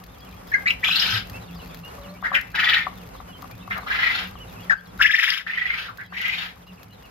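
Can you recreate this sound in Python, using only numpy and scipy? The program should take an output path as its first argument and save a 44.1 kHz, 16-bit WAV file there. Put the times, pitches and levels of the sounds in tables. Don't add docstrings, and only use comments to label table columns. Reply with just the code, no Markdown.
import sys
import numpy as np
from scipy import signal
from scipy.fft import rfft, irfft, next_fast_len
from scipy.io import wavfile
from scipy.ndimage import uniform_filter1d, minimum_filter1d

SR = 44100
rng = np.random.default_rng(int(sys.argv[2]) if len(sys.argv) > 2 else 0)


def file_out(sig):
    cols = np.atleast_2d(sig).T
    lim = np.clip(cols, -1, 1)
    pcm = np.round(lim * 32767).astype(np.int16)
    wavfile.write(sys.argv[1], SR, pcm)


N = 313110
TIME = np.arange(N) / SR

# f/Hz, relative density/dB
RUMBLE_SPECTRUM = [(15, -45), (25, -26), (54, 2.5), (112, -6.5), (139, -8), (177, -1), (215, -10.5),
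                   (264, -6.5), (358, -19.5), (450, -14), (580, -64), (990, -120)]
RUSTLE_SPECTRUM = [(210, -56), (350, -8.5), (497, -2), (565, -2.5), (641, -4.5), (740, -1.5), (940, -5),
                   (1160, -5), (1780, -11.5), (2870, -15.5), (3650, -22.5), (5180, -21.5), (8620, -26),
                   (13900, -15), (15800, -62)]
# f/Hz, relative level/dB
HUM_LINES = [(53.8, -58.5), (107.7, -54.5), (177.6, -51)]
# f/Hz, correlation/-1..1
EAR_CORRELATION = [(60, 0.75), (130, 1), (290, 0.65), (640, -0.43), (1410, 0.012), (3100, 0.22),
                   (6820, -0.76), (15000, -0.82)]
# t/s, level/dB
BACKGROUND_COURSE = [(0.0, -45), (0.71, -39.5), (1.01, -42.5), (1.05, -34), (1.26, -38.5), (1.34, -36),
                     (1.42, -40), (1.76, -40), (2.23, -42.5), (4.47, -40), (4.65, -40), (4.81, -51.5),
                     (4.96, -37.5), (5.04, -44), (5.22, -57), (5.57, -47.5), (7.1, -46.5)]
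# t/s, click level/dB
CLAW_BLOWS = [(0.0387, -38), (0.4763, -41), (1.2974, -33), (1.7453, -34), (2.4112, -32.5), (3.4214, -35.5),
              (3.5129, -41), (3.7797, -33.5), (4.2727, -40), (5.9734, -37.5), (6.2144, -33.5),
              (6.2806, -31.5), (6.831, -38.5)]
# f/Hz, relative density/dB
WIRE_SPECTRUM = [(800, 1.5), (2000, 5.5), (5000, 2.5), (7000, -5), (9000, -15), (12000, 3.5), (15500, -5)]
# t/s, length/s, start f/Hz, middle f/Hz, end f/Hz, level/dB
PEEP_NOTES = [ (0.253, 0.039, 3540, 2900, 2600, -54), (1.594, 0.023, 2830, 2930, 2900, -47),
              (1.331, 0.061, 2470, 2700, 2550, -42), (1.833, 0.064, 2720, 2854, 2810, -42),
              (1.878, 0.048, 5080, 3950, 3430, -59), (2.012, 0.043, 4400, 3570, 3300, -55),
              (2.082, 0.035, 3750, 4200, 4400, -51), (3.283, 0.058, 2920, 2940, 2620, -49.5),
              (3.325, 0.065, 3430, 3073, 3240, -47), (4.398, 0.051, 2880, 2970, 2620, -41.5),
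              (4.856, 0.018, 5030, 3670, 3380, -55), (6.666, 0.055, 2700, 2860, 2530, -50)]
# t/s, length/s, start f/Hz, middle f/Hz, end f/Hz, level/dB, rasp/0-1,
# pan (left over right)/dB, cage echo/dB
CHIRP_NOTES = [ (0.515, 0.025, 1633, 1934, 2080, -24.5, 0.2, 2, 6),
               (0.537, 0.013, 2070, 2088, 2000, -11.5, 0, 4, -2),
               (0.541, 0.02, 1690, 1647, 1670, -19.5, 0.08, 5.5, -1),
               (0.657, 0.036, 1750, 2287, 2720, -17, 0.15, 2.5, -5),
               (.674, 0.019, 4200, 4020, 3800, -27, 0.09, 5, -6),
               (0.694, 0.026, 2454, 2724, 2400, -17.5, 0.21, 5, -9),
               (2.233, 0.046, 1440, 1720, 1485, -21.5, 0.37, 2.5, 6),
               (2.323, 0.033, 1422, 1780, 3980, -19.5, 0.38, 1, 12),
               (2.345, 0.035, 3438, 2070, 1650, -14, 0.24, 5, -1.5),
               (3.702, .040, 1370, 2160, 2720, -24, 0.57, 1.5, 4),
               (3.735, 0.059, 2160, 1604, 1360, -31.5, 0.77, 4.5, 20),
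               (4.696, 0.048, 1820, 1609, 1507, -13, 0.13, 9, -10.5),
               (5.879, 0.027, 1260, 1282, 1380, -32.5, 0.44, 3, 13),
               (5.978, 0.043, 1442, 1892, 1500, -33.5, 0.38, 0, 18)]
# start t/s, end t/s, turn to late hoarseness t/s, swoop/octaves,
# early hoarseness/0-1, late hoarseness/0-1, crest shake/0-1, overtones/dB, facing/0-1,
# top octave/dB, pan (left over right)/dB, left lag/ms, cage echo/dB
TRILL_BIRDS = [ (0.825, 1.216, 1.01, 0.62, 0.05, 0.73, 0.34, -20.5, 0.15, 3, 4, 0.0083, 5.5),
               (2.528, 2.869, 3.04, 0.76, 0.21, 0.05, 0.52, -32, 0.05, -1.5, 2.5, -0.052, 1.5),
               (3.858, 4.305, 4.12, 0.78, 0.24, 0.83, 0.57, -32, 0, -2.5, 3, 0.21, 3.5),
               (4.991, 5.435, 5.21, 1.093, 0.03, 0.55, 0.48, -23.5, 0.65, 2.5, 6.5, 0.081, -7.5),
               (5.461, 5.89, 5.765, .64, .12, 0.87, 0.45, -32, 0.02, -0.5, 2, -.65, -1),
               (6.111, 6.512, 6.37, 0.63, 0.15, 0.87, 0.51, -21.5, 0.08, 0, 3, 0.34, 5.5)]
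# t/s, note f/Hz, note level/dB, crest level/dB
TRILL_SYLLABLES = [ (.833, 1900, -19, -20), (.868, 2395, -18, -17.5), (0.905, 2480, -18, -21),
                   (.944, 2750, -16.5, -17), (0.983, 2850, -22.5, -23), (1.02, 3036, -16.5, -27),
                   (1.058, 3080, -20, -28), (1.091, 3000, -22, -24), (1.125, 2890, -23, -24.5),
                   (1.159, 2750, -25, -26.5), (2.538, 1450, -42.5, -18.5), (2.58, 1751, -22, -16.5),
                   (2.626, 1800, -21, -16), (2.674, 1916, -17.5, -16), (2.722, 1786, -20.5, -16.5),
                   (2.767, 1842, -17.5, -23.5), (2.812, 1770, -25.5, -32), (3.868, 1250, -27, -34.5),
                   (3.905, 1551, -19.5, -26), (3.943, 1610, -19, -27), (3.987, 1739, -19.5, -25),
                   (4.027, 1857, -15, -26), (4.066, 1881, -15, -31), (4.102, 1881, -19.5, -26),
                   (4.137, 1877, -28, -22.5), (4.174, 1874, -32, -24.5), (4.211, 1704, -32, -31.5),
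                   (4.245, 1584, -36, -45), (5.008, 1450, -13, -14.5), (5.052, 1694, -11, -25),
                   (5.1, 1626, -16.5, -24.5), (5.143, 1762, -11, -29.5), (5.19, 1800, -14.5, -27.5),
                   (5.234, 1820, -14.5, -26.5), (5.282, 1820, -21.5, -24), (5.325, 1813, -23.5, -25.5),
                   (5.365, 1666, -29, -28), (5.466, 1677, -25.5, -31), (5.497, 1814, -25, -32.5),
                   (5.538, 2097, -24.5, -34.5), (5.578, 1920, -20, -34.5), (5.617, 1938, -21, -38),
                   (5.659, 1962, -19, -36.5), (5.702, 2073, -20.5, -36), (5.74, 2158, -23, -36),
                   (5.778, 2220, -26.5, -29.5), (5.816, 1993, -34.5, -35), (5.858, 1656, -31.5, -26.5),
                   (6.123, 1530, -38.5, -36.5), (6.162, 1890, -27, -29), (6.202, 1973, -27, -28),
                   (6.243, 1973, -22.5, -27), (6.285, 2046, -23, -35), (6.326, 2177, -19, -30),
                   (6.367, 2168, -30.5, -27.5), (6.405, 2108, -33, -29.5), (6.447, 1915, -33, -41)]
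# f/Hz, relative density/dB
RASP_SPECTRUM = [(350, -64), (600, -19), (757, -5), (1210, -8), (1600, 7), (1900, -1), (3230, 1),
                 (3900, -0.5), (4500, -8), (5100, -7.5), (5820, -22), (6950, -19.5), (8300, -85),
                 (8650, -69), (10500, -21.5), (12900, -22.5), (15800, -32)]
# f/Hz, relative density/dB
THROAT_SPECTRUM = [(700, -26), (1050, -18), (1270, 18.5), (1650, 13.5), (2200, -20), (4000, -61)]
# f/Hz, gain/dB
WHISTLE_GAIN = [(1000, 4), (2000, 5), (2700, 0.5), (3500, 0.5), (4400, 4), (5250, 14), (6000, 2), (7200, 6.5),
                (9000, -19), (11000, 5), (13000, 16), (15500, -14)]
# f/Hz, gain/dB
FACING_GAIN = [(750, -22), (1250, -9.5), (1700, -1.5), (3400, 5.5), (4300, -6.5), (5400, 9.5), (6500, 3),
               (11500, 0)]
# t/s, click level/dB
PECK_BLOWS = [(0.886, -28.5), (2.225, -30.5), (2.316, -24), (2.867, -21), (3.15, -40.5), (3.201, -35.5),
              (3.425, -35.5), (3.442, -36), (3.676, -34), (3.784, -34.5), (3.83, -37), (4.353, -39),
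              (6.123, -38)]
# f/Hz, level/dB, t60/s
BOARD_MODES = [(574, -10, 0.028), (764, 1, 0.032), (1022, 2, 0.025), (1131, 3.5, 0.043), (1236, 12, 0.011),
               (2010, 0, 0.0098)]
# t/s, length/s, mid-note f/Hz, level/dB
CROW_NOTES = [(1.964, 0.2, 572, -44), (2.297, .1, 560, -42.5)]
CAGE_MODES_HZ = [1587, 2024, 2140, 2380, 2650, 2944, 3700, 3800, 4900]

CAGE_T60_S, SHED_T60_S, SHED_RE_CAGE_DB = 0.11, 0.26, -5
MODE_T60_S, MODE_RE_CAGE_DB = 0.36, -22
RUMBLE_DB, RUSTLE_DB = -46.5, -46.5
ATTACK_S, RELEASE_S = 0.011, 0.056
FRAY_S = 0.045
CUTOFF_HZ = 15850


def from_db(db):
    return 10 ** (np.asarray(db) / 20)


def rms_one(x):
    return x / np.sqrt(np.mean(x ** 2) + 1e-20)


def at_hz(points, size):
    hz, value = np.transpose(points)
    return np.interp(np.log(np.fft.rfftfreq(size, 1 / SR) + 1), np.log(hz), value)


def colour(x, spectrum):
    size = next_fast_len(x.shape[-1] + 1000)
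    gain = from_db(at_hz(spectrum, size))
    return irfft(rfft(x, size) * gain, size)[..., :x.shape[-1]]


def wander(rate_hz, size):
    pole = np.exp(-2 * np.pi * rate_hz / SR)
    noise = rng.standard_normal(size + SR // 4)
    return rms_one(signal.lfilter([1], [1, -2 * pole, pole * pole], noise)[-size:])


def add(out, start_s, sound):
    start = max(int(start_s * SR), 0)
    out[..., start:start + sound.shape[-1]] += sound[..., :N - start]


def dying_noise(t60_s):
    t = TIME[:SR // 2]
    onset = 1 - np.exp(-(t / 0.00087) ** 2)
    noise = rng.standard_normal((2, len(t)))
    spectrum = rfft(noise * from_db(-60 * t / t60_s) * onset, SR)
    smooth_power = uniform_filter1d(np.abs(spectrum) ** 2, size=160)
    tail = irfft(spectrum / np.sqrt(smooth_power), SR)[:, :len(t)]
    return tail / np.sqrt(np.sum(tail ** 2, axis=1, keepdims=True))


def standing_waves():
    t = TIME[:SR // 3]
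    modes = sum(np.sin(2 * np.pi * (hz * t + rng.random((2, 1)))) for hz in CAGE_MODES_HZ)
    ring = modes * from_db(-60 * t / MODE_T60_S)
    return ring / np.sqrt(np.sum(ring ** 2, axis=1, keepdims=True))


def in_cage(sound, pan_db, lag_ms, echo_db):
    reflections = dying_noise(CAGE_T60_S) + from_db(SHED_RE_CAGE_DB) * dying_noise(SHED_T60_S)
    paths = from_db(echo_db) * reflections
    add(paths, 0, from_db(echo_db + MODE_RE_CAGE_DB) * standing_waves())
    lag = int(round(lag_ms * SR / 1000))
    paths[0, max(lag, 0)] += 1
    paths[1, max(-lag, 0)] += 1
    paths *= from_db([[pan_db / 2], [-pan_db / 2]]) / np.sqrt(1 + from_db(echo_db) ** 2)
    return signal.fftconvolve(sound[None], paths, axes=1)[:, :N]


def syrinx(pitch_hz, shake, hoarse, overtone_db, jitter, sizzle_db):
    size, shake, hoarse = len(pitch_hz), np.clip(shake, 0, 1), np.clip(hoarse, 0, 1)
    shaken_hz = pitch_hz * (1 + jitter * shake * wander(389, size))
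    phase = 2 * np.pi * np.cumsum(shaken_hz) / SR
    overtones = 0
    for k in range(2, 6):
        below_nyquist = k * pitch_hz < SR / 2
        overtones = overtones + from_db(overtone_db - 5 * (k - 0.5)) * np.sin(k * phase) * below_nyquist
    half_tone = from_db(-12) * shake * np.sin(phase / 2)
    flutter = 1 + np.sqrt(shake) * wander(247, size)
    whistle = colour(np.sin(phase) + half_tone + overtones, WHISTLE_GAIN) * flutter
    rasp = rms_one(colour(rng.standard_normal(size), RASP_SPECTRUM))
    throat = rms_one(colour(rng.standard_normal(size), THROAT_SPECTRUM))
    voice = np.sqrt(1 - hoarse ** 2) * rms_one(whistle) + hoarse * rasp
    voice = voice + from_db(-10) * np.sqrt(hoarse) * throat
    return colour(voice, [(5500, 0.0068), (11500, sizzle_db)])


def chirp(length_s, pitches_hz, rasp):
    u = np.clip(TIME[:SR // 10] / length_s, 0, 1)
    pitch_hz = np.exp(np.polyval(np.polyfit([0, .5, 1], np.log(pitches_hz), 2), u))
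    envelope = np.abs(np.sin(np.pi * u ** 0.73)) ** 0.79
    return envelope * syrinx(pitch_hz, rasp, 0.27 * rasp, overtone_db=-25, jitter=0.316, sizzle_db=6.0)


def background_db():
    level_db = np.interp(TIME, *np.transpose(BACKGROUND_COURSE))
    return level_db - np.median(level_db)


def stereo_noise(spectrum):
    size = next_fast_len(N)
    mid, side = rfft(rng.standard_normal((2, size)))
    alike = np.clip(at_hz(EAR_CORRELATION, size), -1, 1)
    ears = irfft(np.sqrt(1 + alike) * mid + np.sqrt(1 - alike) * side * [[1], [-1]], size)
    return rms_one(colour(ears[:, :N], spectrum))


def flock(count=260, level_db=-58.5, low_hz=2400, fall_oct=.17, arch_oct=.2):
    shortest_s, longest_s = .02, .06
    out = np.zeros(N)
    for when, length, height_oct, slope, bend, loud in rng.random((count, 6)):
        glide_oct = fall_oct * (3 * slope - 1) * np.array([1, 0, -1])
        glide_oct = glide_oct + arch_oct * (2 * bend - 1) * np.array([0, 1, 0])
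        length_s = shortest_s + (longest_s - shortest_s) * length
        note = chirp(length_s, low_hz * 2 ** (height_oct + glide_oct), rasp=.06)
        add(out, when * TIME[-1], from_db(level_db + 10 * (loud - height_oct)) * note)
    return in_cage(out, pan_db=1, lag_ms=0, echo_db=-3)


def shed(hum_gain_db=-1.5, waver=0.0357, rustle_follows=0.81):
    hum = 0
    for hz, db in HUM_LINES:
        line_gain = from_db(db + 5.8 * wander(9.3, N))
        line_hz = hz * (1 + waver * wander(6.5, N))
        hum = hum + line_gain * np.sin(2 * np.pi * np.cumsum(line_hz) / SR)
    rumble = from_db(RUMBLE_DB) * stereo_noise(RUMBLE_SPECTRUM)
    flicker_db = 2.0 * wander(10, N)
    rustle = from_db(RUSTLE_DB + flicker_db) * stereo_noise(RUSTLE_SPECTRUM)
    swell_db = background_db()
    low = from_db(swell_db) * (rumble + np.sqrt(2) * from_db(hum_gain_db) * hum)
    return low + from_db(rustle_follows * swell_db) * (rustle + flock())


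def blows(rows, per_s, faint_db, follows=0.84):
    faint = faint_db + follows * background_db() + rng.uniform(-7, 7, N)
    clicks = (rng.random(N) < per_s / SR) * from_db(faint)
    for s, level_db in rows:
        clicks[int(s * SR)] += from_db(level_db)
    return clicks


def claws(gain_db=-4, t60_s=.028):
    t = TIME[:SR // 20]
    tick = colour(rng.standard_normal(len(t)), WIRE_SPECTRUM) * from_db(-60 * t / t60_s)
    ticks = signal.fftconvolve(blows(CLAW_BLOWS, per_s=61, faint_db=-50.5), tick)[:N]
    return from_db(gain_db) * in_cage(ticks, pan_db=10.0, lag_ms=0, echo_db=-28)


def peeps():
    out = np.zeros(N)
    for s, length_s, start_hz, middle_hz, end_hz, level_db in PEEP_NOTES:
        add(out, s, from_db(level_db) * chirp(length_s, [start_hz, middle_hz, end_hz], rasp=0))
    return in_cage(out, pan_db=-1.5, lag_ms=.05, echo_db=-10)


def chirps(lag_ms=0.3):
    out = np.zeros((2, N))
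    for s, length_s, start_hz, middle_hz, end_hz, level_db, rasp, pan_db, echo_db in CHIRP_NOTES:
        note = from_db(level_db) * chirp(length_s, [start_hz, middle_hz, end_hz], rasp)
        add(out, s, in_cage(note, pan_db, lag_ms, echo_db))
    return out


def trills(crest_shape=1.15, rise_skew=0.04995, accent_db=3.0, crest_hiss=0.88, jitter=0.1402,
           top_hz=5200, burst_lead_cycles=0.03, first_shake=0.27, dip_db=4.0, gain_db=0.38):
    out = np.zeros((2, N))
    for (start, end, hoarse_s, swoop_oct, early, late, crest_shake, overtone_db, facing,
         sizzle_db, pan_db, lag_ms, echo_db) in TRILL_BIRDS:
        rows = [row for row in TRILL_SYLLABLES if start - ATTACK_S < row[0] < end]
        s, note_hz, note_db, crest_db = np.transpose(rows)
        t = start + TIME[:int((end - start) * SR)]
        beats = np.concatenate([[2 * s[0] - s[1]], s, [2 * s[-1] - s[-2]]])
        cycle = np.interp(t, beats, np.arange(len(beats)) - 1)
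        begun = np.maximum(cycle, 0)
        turn = begun + rise_skew * np.sin(np.pi * cycle) ** 2
        lift = np.abs(np.sin(np.pi * turn)) ** (2 * crest_shape)
        swoop_now_oct = swoop_oct * (1 + 0.0809 * wander(24.4, len(t))) * lift
        pitch_hz = np.minimum(np.interp(t, s, note_hz) * 2 ** swoop_now_oct, top_hz)

        burst = crest_shake * np.sin(np.pi * (begun + burst_lead_cycles)) ** 4
        turned = (1 + np.tanh((t - hoarse_s) / FRAY_S)) / 2
        hoarse = np.clip(early + (late - early) * turned, 0, 1)
        shake = hoarse + burst + first_shake * (cycle < .5)
        hiss = hoarse + crest_hiss * burst * (1 - hoarse)

        crest_db = np.interp(cycle, np.arange(len(s)) + .5, crest_db)
        upstroke_db = accent_db * np.sin(2 * np.pi * cycle) * (1 - hoarse)
        low_db = np.interp(t, s, note_db) + upstroke_db
        slack = np.sin(np.pi * (cycle - 1 / 4)) ** 6
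        effort = from_db((1 - lift) * low_db + lift * crest_db - dip_db * slack + gain_db)
        gate = np.interp(t, [start, start + ATTACK_S, end - RELEASE_S, end], [0, 1, 1, 0])

        voice = gate * effort * syrinx(pitch_hz, shake, hiss, overtone_db, jitter, sizzle_db)
        voice = colour(voice, [(hz, facing * db) for hz, db in FACING_GAIN])
        add(out, start, in_cage(voice, pan_db, lag_ms, echo_db))
    return out


def pecks(contact_s=0.0015):
    t = TIME[:SR // 8]
    ring = 0
    for k, (hz, db, t60_s) in enumerate(BOARD_MODES):
        ring = ring + (-1) ** k * from_db(db - 60 * t / t60_s) * np.sin(2 * np.pi * hz * t)
    ring = ring * (1 - np.exp(-t / contact_s))
    knocks = signal.fftconvolve(blows(PECK_BLOWS, per_s=15, faint_db=-52.0), ring)[:N]
    return in_cage(knocks, pan_db=8.5, lag_ms=.1, echo_db=-10.5)


def crow(rise_per_s=0.31, octave_db=-10, edge_s=0.023):
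    out = np.zeros(N)
    for s, length_s, hz, level_db in CROW_NOTES:
        t = TIME[:int(length_s * SR)]
        pitch_hz = hz * (1 + rise_per_s * (t - length_s / 2) + 0.012 * wander(24.0, len(t)))
        phase = 2 * np.pi * np.cumsum(pitch_hz) / SR
        gate = np.clip(np.minimum(t, length_s - t) / edge_s, 0, 1)
        add(out, s, from_db(level_db) * gate * (np.sin(phase) + from_db(octave_db) * np.sin(2 * phase)))
    return out


def scene():
    return shed() + claws() + peeps() + chirps() + trills() + pecks() + crow()


def record(dry, narrow_db=-12, ceiling=.92):
    mid = (dry[0] + dry[1]) / 2
    side = colour((dry[0] - dry[1]) / 2, [(9500, 0), (11500, narrow_db)])
    ears = np.array([mid + side, mid - side])
    safe_gain = np.minimum(1, ceiling / (np.abs(ears).max(axis=0) + 1e-9))
    limiter = uniform_filter1d(minimum_filter1d(safe_gain, size=400), size=400)
    lowpass = signal.ellip(10, .1, 80, CUTOFF_HZ, fs=SR, output="sos")
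    return signal.sosfilt(lowpass, limiter * ears)


dry = scene()
out = record(dry)
file_out(out)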